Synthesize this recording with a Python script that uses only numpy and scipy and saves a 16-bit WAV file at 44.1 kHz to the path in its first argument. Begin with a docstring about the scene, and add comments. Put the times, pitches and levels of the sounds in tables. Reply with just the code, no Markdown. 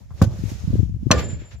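"""A hammer is swung twice at the edge of a tractor wheel in an open yard: first it lands on the tyre,
then it grazes the tyre and hits the steel rim. Tyre and rim are sums of dying sines, with noise for
grit, crack and wash. The hammer head sings on as a thin sine, and echoes come back from the yard as noise
and a tone. Wind buffets both microphone ports with low noise, short sine pushes and sharp crests.
Clothing and straw rustle with the swing as patchy hiss, and there is one light tap."""
import sys
import numpy as np
from scipy import signal
from scipy.io import wavfile

SR = 44100
rng = np.random.default_rng(int(sys.argv[2]) if len(sys.argv) > 2 else 0)


def attenuation_scalar(level_db):
    """Turn a level in dB into a linear amplitude multiplier (20 dB per decade)."""
    decades = np.asarray(level_db, float) / 20
    return 10 ** decades


def file_out(sig):
    """Save sig as 16-bit WAV at sys.argv[1]."""
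    # one column per channel
    cols = np.atleast_2d(sig).T
    # limit, then scale
    lim = np.clip(cols, -1, 1)
    pcm = np.round(lim * 32767).astype(np.int16)
    wavfile.write(sys.argv[1], SR, pcm)


N = 70560
T = np.arange(N) / SR  # time of every sample, s

# In all tables, t60_s is the time to die away by 60 dB and pan_db is left minus right.
# wind at the ports, points of a curve; WIND_DB is added to the level: time_s, level_db, pan_db
WIND_LEVELS = [
    [(0.0, -21.5, 6), (0.036, -39, 12), (0.062, -34, -14.5), (0.102, -31.5, 2), (0.14, -29.5, -4),
     (0.174, -26, 8), (0.206, -26, 5), (0.226, -14.5, -20)],
    [(0.33, -22.5, 0.5), (0.48, -23.5, 10.5), (0.564, -29.5, -23), (0.646, -33, 41), (0.676, -14.5, -15),
     (0.784, -13, 11), (1.036, -25, -6), (1.074, -20.5, 37.5), (1.095, -28, -13)],
    [(1.3, -31.5, -32.5), (1.33, -23.5, 8), (1.372, -20, -3), (1.414, -38.5, 26), (1.464, -46, 10),
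     (1.534, -42, -17), (1.548, -26, -4), (1.576, -35, 15.5), (1.6, -38, 21)],
]
# tone colour of the wind noise: pitch_hz, density_db (per Hz)
WIND_SPECTRUM = [(12, -55), (20, -57.5), (54, 6.5), (107, 1), (280, -21.5), (401, -63), (615, -66),
                 (743, -61), (1030, -59), (1200, -72), (1560, -105), (2640, -120)]
# single buffets: start_s, level_db, pitch_hz, pan_db
WIND_BUFFETS = [(0.108, -26, 102, 23.5), (0.39, -9, 144, -11.5), (0.435, -23, 96.9, 26),
                (0.453, -16.5, 102, 32.5), (0.519, -14.5, 100, 12), (0.639, -11, 91.4, -14),
                (0.674, -9.5, 172, -19.5), (0.701, -9, 105, 15), (0.733, -1, 91, 9.5),
                (0.749, -6, 77.4, -11), (0.791, -7, 109, 23), (0.827, -9, 100, 20),
                (0.893, -14, 167, -20.5), (0.943, -7, 98, 11), (1.025, -18, 123, -17),
                (1.058, -5.5, 99, 18), (1.329, -25, 109, -44.5), (1.415, -23.5, 119, 13)]
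# sharp crests of the wind: centre_s, level_db, pan_db, width_s
WIND_CRESTS = [(0.438, -26.5, 28, 0.0011), (0.519, -31, -30, 0.0012), (0.68, -23, -30, 0.0021),
               (0.707, -20.5, -17, 0.0014), (0.731, -26.5, 14, 0.00065), (0.7395, -13.5, -11, 0.0014),
               (0.755, -19, 18.5, 0.00085), (0.793, -32, 19, 0.00057), (0.804, -29, 29, 0.00098),
               (0.831, -23, 29, 0.0013), (0.964, -35, -15.5, 0.0011), (1.032, -26.5, -21.5, 0.0014),
               (1.0685, -23, 32.5, 0.0011), (1.421, -36.5, 14.5, 0.00083)]
# rustle, points of a curve; RUSTLE_DB is added: time_s, level_db, top_db and low_db (against the level)
RUSTLE_LEVELS = [
    [(0.02, -63, -10.5, -5.5), (0.086, -68.5, -14, -14), (0.108, -62.5, -12, -4.5), (0.136, -64.5, -9, -6),
     (0.164, -58, -11.5, -8.5), (0.195, -50.5, -18.5, -11)],
    [(0.29, -54, -17, 0), (0.432, -49, -11.5, -13.5), (0.51, -44, -11, -12.5), (0.558, -50, -15, -14.5),
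     (0.774, -52, -13.5, -8), (0.924, -65.5, -13, -16), (0.982, -68, -10, -11), (1.09, -61, -12, -5)],
    [(1.4, -63.5, -19, -45), (1.444, -66.5, -42, 3), (1.486, -68.5, -8, -0.5), (1.522, -54.5, -24, -18),
     (1.546, -54, -19, -15), (1.564, -69.5, -14, 4), (1.576, -75, -27, -34.5), (1.585, -68, -3, -4)],
]
# tone colour of rustle and grit: pitch_hz, density_db (per Hz)
RUSTLE_SPECTRUM = [(210, -41), (350, -3.5), (613, -2), (742, -7.5), (1320, -15), (1480, -20), (4900, -22.5),
                   (6230, -20.5), (8310, -33), (14800, -29.5), (16000, -47)]
# one light tap: start_s, level_db, pitch_hz, t60_s
LIGHT_TAP = (0.105, -47, 1100, .1)
# hammer lands on rubber: start_s, level_db, brightness_db (for modes that pull first), grit_db
TYRE_HITS = [(0.2162, 1, -5, -21.5), (1.1063, -11, 11.5, -25)]
# tyre modes, against the level of the hit: pitch_hz, level_db, t60_s, push (plain gain, minus pulls first)
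TYRE_MODES = [(69.5, -18.5, 0.83, 0.05), (102, -10.5, 0.34, 0.84), (119.16, -14, 0.4, 0.85),
              (223.4, -21, 0.21, 0.89), (340, -31.5, 0.49, 0.6), (165.2, -0.5, 0.057, 0.85),
              (278, -5.5, 0.071, 0.17), (250, -3, 0.017, -1.1), (534.3, -20, 0.13, -1.09),
              (770, -20, 0.056, -1.1), (1120, -11, 0.023, -1.11), (1511, -19, 0.13, -0.46),
              (2055, -49, 0.053, -0.77)]
# level of the hammer head's ring after each blow, points of a curve: time_s, level_db
HEAD_LEVELS = [
    [(0.23, -46), (0.268, -73), (0.342, -63), (0.372, -84), (0.45, -63)],
    [(1.13, -55), (1.148, -48), (1.198, -40.5), (1.212, -53), (1.224, -48.5), (1.25, -36.5), (1.273, -51.5),
     (1.288, -39.5), (1.345, -46), (1.38, -64), (1.405, -53), (1.437, -64.5), (1.458, -52), (1.508, -61),
     (1.536, -83), (1.568, -60.5), (1.6, -74)],
]
# steel touches steel: start_s, level_db
STEEL_TOUCHES = [(1.1133, -8.5), (1.1165, -10), (1.1924, -27.5)]
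# rim modes, against the level of the touch: pitch_hz, level_db, t60_s
RIM_MODES = [(470, -18, .4), (505, -15, .3), (540, -4, .06), (593, -7, .2), (620, -7, .07), (678, -24, .3),
             (1048, -9, .08), (1180, -12, .22), (1450, -20, .2), (1690, -38, .9), (1725, -39, .8),
             (1750, -6, .06), (1805, -17, .2), (2417, -17, .09), (2615, -2, .03), (2955, -3, .03),
             (3930, -16, .06), (4195, 1, .033), (4750, -24, .12), (5320, -26, .13), (5650, -17, .05),
             (6008, 4, .027), (7004, -23, .09), (7397, -12, .033)]
# left port hears the rim modes later: pitch_hz, lag_s
RIM_LAGS = [(500, .00002), (3000, .00006), (4200, .00007), (6000, .00019), (8000, .00016)]
# tone colour of the crack: pitch_hz, density_db (per Hz)
CRACK_SPECTRUM = [(180, -54), (300, 8), (900, -1.5), (1810, 9), (2140, -2), (2610, 0.5), (5340, -5.5),
                  (6100, -3), (6410, 4), (10000, -10.5), (16000, -30)]
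# tone colour of the wheel disc's dense ringing: pitch_hz, density_db (per Hz)
WASH_SPECTRUM = [(35, -31), (60, 2), (108, -5.5), (593, -14.5), (842, -25), (1170, -25.5), (1280, -27),
                 (6580, -38), (7400, -47.5), (16000, -63.5)]
# how long the disc rings: pitch_hz, t60_s
WASH_DECAY = [(60, 0.9), (300, 0.57), (1000, 0.46), (4000, 0.54), (16000, 0.052)]
# echoes of the steel blow: start_s, level_db, rise_s, t60_s, top_db (added to the top octave)
YARD_ECHOES = [(1.175, -23, 0.015, 0.17, 10.5), (1.293, -41.5, 0.0087, 0.27, 3),
               (1.387, -49, 0.013, 0.52, 6.5), (1.509, -44, 0.0071, 0.15, 4)]
# tone colour of the echoes: pitch_hz, density_db (per Hz)
ECHO_SPECTRUM = [(240, -53), (400, 5), (852, -11.5), (1840, -1), (6640, -16.5), (6950, -6), (7400, -5),
                 (7750, -44), (16000, -30.5)]
# a rim mode returns: start_s, level_db, pitch_hz, rise_s, t60_s
RIM_ECHO = (1.16, -18.5, 1190, .02, .12)

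WIND_DB, LUMP_DB, LUMPS_PER_S, WIND_CUT_HZ = -6, 3.0, 30, 330
# a buffet's t60 lasts BUFFET_CYCLES of its own cycles
BUFFET_CYCLES, BUFFET_CUT_HZ, BUFFET_RISE_S = 4.14, 880, 0.005
RUSTLE_DB, RUSTLE_ALIKE, RUSTLE_PAN_DB, SWELL_DB = 6.5, 0.16, 0.5, 0.7
TOP_HZ, TOP_MEAN_DB, LOW_HZ, LOW_MEAN_DB = 8000, -12, 1500, -3.5
WAVER_DB, WAVER_AFTER_S = 4, 0.05
RUBBER_CUT_HZ, PUSH_LAG_S, BLOW_PAN_DB = 2330, 0.0022, 1.1
GRIT_T60_S, GRIT_RISE_S, GRAIN_DB = 0.11, 0.0033, 5
HEAD_HZ, HEAD_WIDTH_HZ, HEAD_LAG_S = 7170, 4, 0.00016
STEEL_PAN_DB, STEEL_ALIKE = 3, 0.45  # this pan also places the tyre grit
# later touches ring the modes more weakly, by RETOUCH_DB
RIM_DB, RETOUCH_DB, MODE_SPREAD_DB = -1.5, -7, 1.5
# the top octave of the crack also dies with a t60 of its own
CRACK_DB, CRACK_T60_S, CRACK_TOP_T60_S, CRACK_LAG_S = -2, 0.04, 0.037, 0.00006
WASH_DB = -16
MIC_CUT_HZ, CLIP_TOP = 60, 3.1


def rms_one(x):
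    """Scale to an rms (average strength) of 1."""
    return x / np.sqrt(np.mean(x ** 2) + 1e-20)


def in_time(spans):
    """Join the stretches of a table and read its columns at every sample."""
    rows = sorted(row for span in spans for row in span)
    time_s, *columns = np.transpose(rows)
    return [np.interp(T, time_s, column) for column in columns]


def at_hz(points, hz):
    """Table value at a pitch, joined by straight lines over log frequency."""
    pitch_hz, value = np.transpose(points)
    return np.interp(np.log(hz), np.log(pitch_hz), value)


def panned(db):
    """Left and right gains that differ by db."""
    return attenuation_scalar(np.array([db / 2, -db / 2]).reshape(2, -1))


def drift(rate):
    """Random wandering of spread 1: noise through two equal low-pass poles at rate Hz."""
    # computed at every 40th sample; the first 2000 values let the filter settle
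    r = np.exp(-80 * np.pi * rate / SR)
    noise = rng.standard_normal(N // 40 + 2002)
    slow = signal.lfilter([1], [1, -2 * r, r * r], noise)[2000:]
    return np.interp(np.arange(N) / 40, np.arange(len(slow)), rms_one(slow))


def dying(start, t60, rise):
    """Envelope that rises at start and dies by 60 dB in each t60."""
    t = np.maximum(T - start, 0)
    return (1 - np.exp(-t / max(rise, 1e-4))) * attenuation_scalar(-60 * t / t60)


def mode(start, hz, t60):
    """One way a struck body vibrates: a sine that starts at the blow and dies away."""
    t = np.maximum(T - start, 0)
    return np.sin(2 * np.pi * hz * t) * attenuation_scalar(-60 * t / t60)


def low(x, hz):
    """Second-order low-pass."""
    return signal.sosfilt(signal.butter(2, hz, fs=SR, output="sos"), x)


def bands(spectrum, alike, shape):
    """Stereo noise of rms 1 in half-octave bands, each then put under its own envelope shape(hz)."""
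    out, power = 0, 0
    edges = 20 * 2 ** np.arange(0, 10.1, 0.5)
    white = rng.standard_normal((2, 2, N))
    for k, (lo, hi) in enumerate(zip(edges, np.minimum(edges[1:], 19000))):
        hz = np.sqrt(lo * hi)
        if spectrum[0][0] < hz < spectrum[-1][0]:
            band_pass = signal.butter(3, [lo, hi], "band", fs=SR, output="sos")
            # neighbouring bands take separate noise
            mid, side = signal.sosfilt(band_pass, white[k % 2])
            stereo = np.sqrt(1 + alike) * mid + np.sqrt(1 - alike) * side * [[1], [-1]]
            band = attenuation_scalar(at_hz(spectrum, hz)) * stereo
            out = out + band * shape(hz)
            power = power + np.mean(band ** 2)
    return out / np.sqrt(power)


def waver(start):
    """A ringing mode grows unsteady after the blow, in dB."""
    return WAVER_DB * np.clip((T - start) / WAVER_AFTER_S, 0, 1) * drift(25)


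def steel_at_ports(x, lag):
    """Steel sounds at the two ports: the left is set louder but hears them lag seconds later."""
    left = np.interp(T - lag, T, x[0])
    return np.array([left, x[1]]) * panned(STEEL_PAN_DB)


def wind():
    """Lumpy low noise, partly alike in the two ports, with dying sine buffets and sharp crests."""
    db, pan_db = in_time(WIND_LEVELS)
    lumps = attenuation_scalar(LUMP_DB * np.array([drift(LUMPS_PER_S), drift(LUMPS_PER_S)]))
    lumpy = rms_one(lumps * bands(WIND_SPECTRUM, 0.41, lambda hz: 1))
    noise = attenuation_scalar(db + WIND_DB) * panned(pan_db) * lumpy
    pushes = 0
    for s, level_db, hz, p_db in WIND_BUFFETS:
        push = dying(s, BUFFET_CYCLES / hz, BUFFET_RISE_S) * np.sin(2 * np.pi * hz * (T - s))
        pushes = pushes + attenuation_scalar(level_db) * panned(p_db) * push
    for s, crest_db, p_db, width in WIND_CRESTS:
        # a peak with a dip on either side
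        u = ((T - s) / width) ** 2
        pushes = pushes + attenuation_scalar(crest_db) * panned(p_db) * (1 - u) * np.exp(-u / 2)
    noise = low(low(noise, WIND_CUT_HZ), WIND_CUT_HZ)
    return noise + low(low(pushes, BUFFET_CUT_HZ), BUFFET_CUT_HZ)


def rustle():
    """Soft patchy hiss of cloth and straw, and one light tap of noise through a resonance."""
    db, top_db, low_db = in_time(RUSTLE_LEVELS)
    together = drift(45)

    def patches(hz):
        """Envelope of one band: shared swells and a slower wandering of its own."""
        tilt_db = (hz > TOP_HZ) * (top_db - TOP_MEAN_DB) + (hz < LOW_HZ) * (low_db - LOW_MEAN_DB)
        return attenuation_scalar(db + RUSTLE_DB + tilt_db + SWELL_DB * together + 0.94 * drift(10.0))

    hiss = bands(RUSTLE_SPECTRUM, RUSTLE_ALIKE, patches)
    s, tap_db, hz, t60 = LIGHT_TAP
    resonance = signal.iirpeak(hz, 4.0, fs=SR)
    tap = rms_one(signal.lfilter(*resonance, rng.standard_normal(N))) * dying(s, t60, 0.0011)
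    return hiss * panned(RUSTLE_PAN_DB) + attenuation_scalar(tap_db) * low(low(tap, 2000), 2200)


def tyre():
    """Rubber thuds: upper modes pull in first, the low body pushes out just after; dirt shakes loose."""
    thuds, grit_level = 0, 0
    for s, db, bright_db, grit_db in TYRE_HITS:
        for hz, level_db, t60, way in TYRE_MODES:
            gain = way * attenuation_scalar(db + level_db + (way < 0) * bright_db + waver(s))
            thuds = thuds + gain * mode(s + (way > 0) * PUSH_LAG_S, hz, t60)
        grit_level = grit_level + attenuation_scalar(grit_db) * dying(s, GRIT_T60_S, GRIT_RISE_S)
    # fast wandering makes the grit grainy
    grit_level = grit_level * attenuation_scalar(GRAIN_DB * drift(530))
    grit = bands(RUSTLE_SPECTRUM, 0.1, lambda hz: grit_level)
    thuds = low(low(thuds, RUBBER_CUT_HZ), RUBBER_CUT_HZ)
    return thuds * panned(BLOW_PAN_DB) + grit * panned(STEEL_PAN_DB)


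def hammer_head():
    """A thin tone after each blow: one sine, wavering in pitch and level."""
    phase = 2 * np.pi * np.cumsum(HEAD_HZ + HEAD_WIDTH_HZ * drift(11)) / SR
    level = 0
    for rows in HEAD_LEVELS:
        time_s, db = np.transpose(rows)
        level = level + attenuation_scalar(np.interp(T, time_s, db, left=-120, right=-120))
    # the level is smoothed; the root of two makes it the rms of the sine
    tone = np.sqrt(2) * low(level, 100) * np.sin(phase)
    return steel_at_ports(tone * np.ones((2, 1)), HEAD_LAG_S)


def rim():
    """Each touch rings the rim modes anew and cracks; the disc washes on, dying from the top."""
    first = STEEL_TOUCHES[0][0]
    ring, burst = 0, 0
    for s, db in STEEL_TOUCHES:
        touch_db = db + RIM_DB + (s > first) * RETOUCH_DB
        chances = rng.standard_normal((len(RIM_MODES), 3))
        for (hz, level_db, t60), (sign, left, right) in zip(RIM_MODES, chances):
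            # each port hears every mode a little stronger or weaker
            spread_db = MODE_SPREAD_DB * np.array([[left], [right]])
            gain = np.sign(sign) * attenuation_scalar(touch_db + level_db + spread_db + waver(s))
            lag = at_hz(RIM_LAGS, hz) * np.array([[1], [0]])
            ring = ring + gain * mode(s + lag, hz, t60)
        burst = burst + attenuation_scalar(db + CRACK_DB) * dying(s, CRACK_T60_S, 0.0005)

    def crack_shape(hz):
        """The top octave dies faster."""
        return burst * dying(first, CRACK_TOP_T60_S if hz > TOP_HZ else np.inf, 0)

    crack = bands(CRACK_SPECTRUM, STEEL_ALIKE, crack_shape)
    wash = bands(WASH_SPECTRUM, STEEL_ALIKE, lambda hz: dying(first, at_hz(WASH_DECAY, hz), 0.00062))
    return ring * panned(STEEL_PAN_DB) + steel_at_ports(crack, CRACK_LAG_S) + attenuation_scalar(WASH_DB) * wash


def echoes():
    """Smeared returns of the steel blow: noise that rises and dies, and one returning rim tone."""
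    def returns(hz):
        """Envelope of one band over all echoes."""
        return sum(attenuation_scalar(db + (hz > TOP_HZ) * top_db) * dying(s, t60, rise)
                   for s, db, rise, t60, top_db in YARD_ECHOES)

    smear = bands(ECHO_SPECTRUM, 0.17, returns)
    s, db, hz, rise, t60 = RIM_ECHO
    tone = attenuation_scalar(db + waver(s)) * dying(s, t60, rise) * np.sin(2 * np.pi * hz * T)
    return smear + tone


def scene():
    """All sources added together."""
    return tyre() + rim() + hammer_head() + echoes() + wind() + rustle()


def top_cut(x):
    """Nothing passes above the cut-off."""
    return signal.sosfilt(signal.butter(12, 16480, fs=SR, output="sos"), x)


def record(dry):
    """The microphone cuts the deep bass; peaks overload, bending softly and then clipping at full scale."""
    cut = signal.sosfilt(signal.butter(2, MIC_CUT_HZ, "high", fs=SR, output="sos"), dry)
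    bent = CLIP_TOP * np.tanh(cut / CLIP_TOP)
    mix = np.clip(bent, -1, 1)
    return top_cut(mix)


dry = scene()
out = record(dry)
file_out(out)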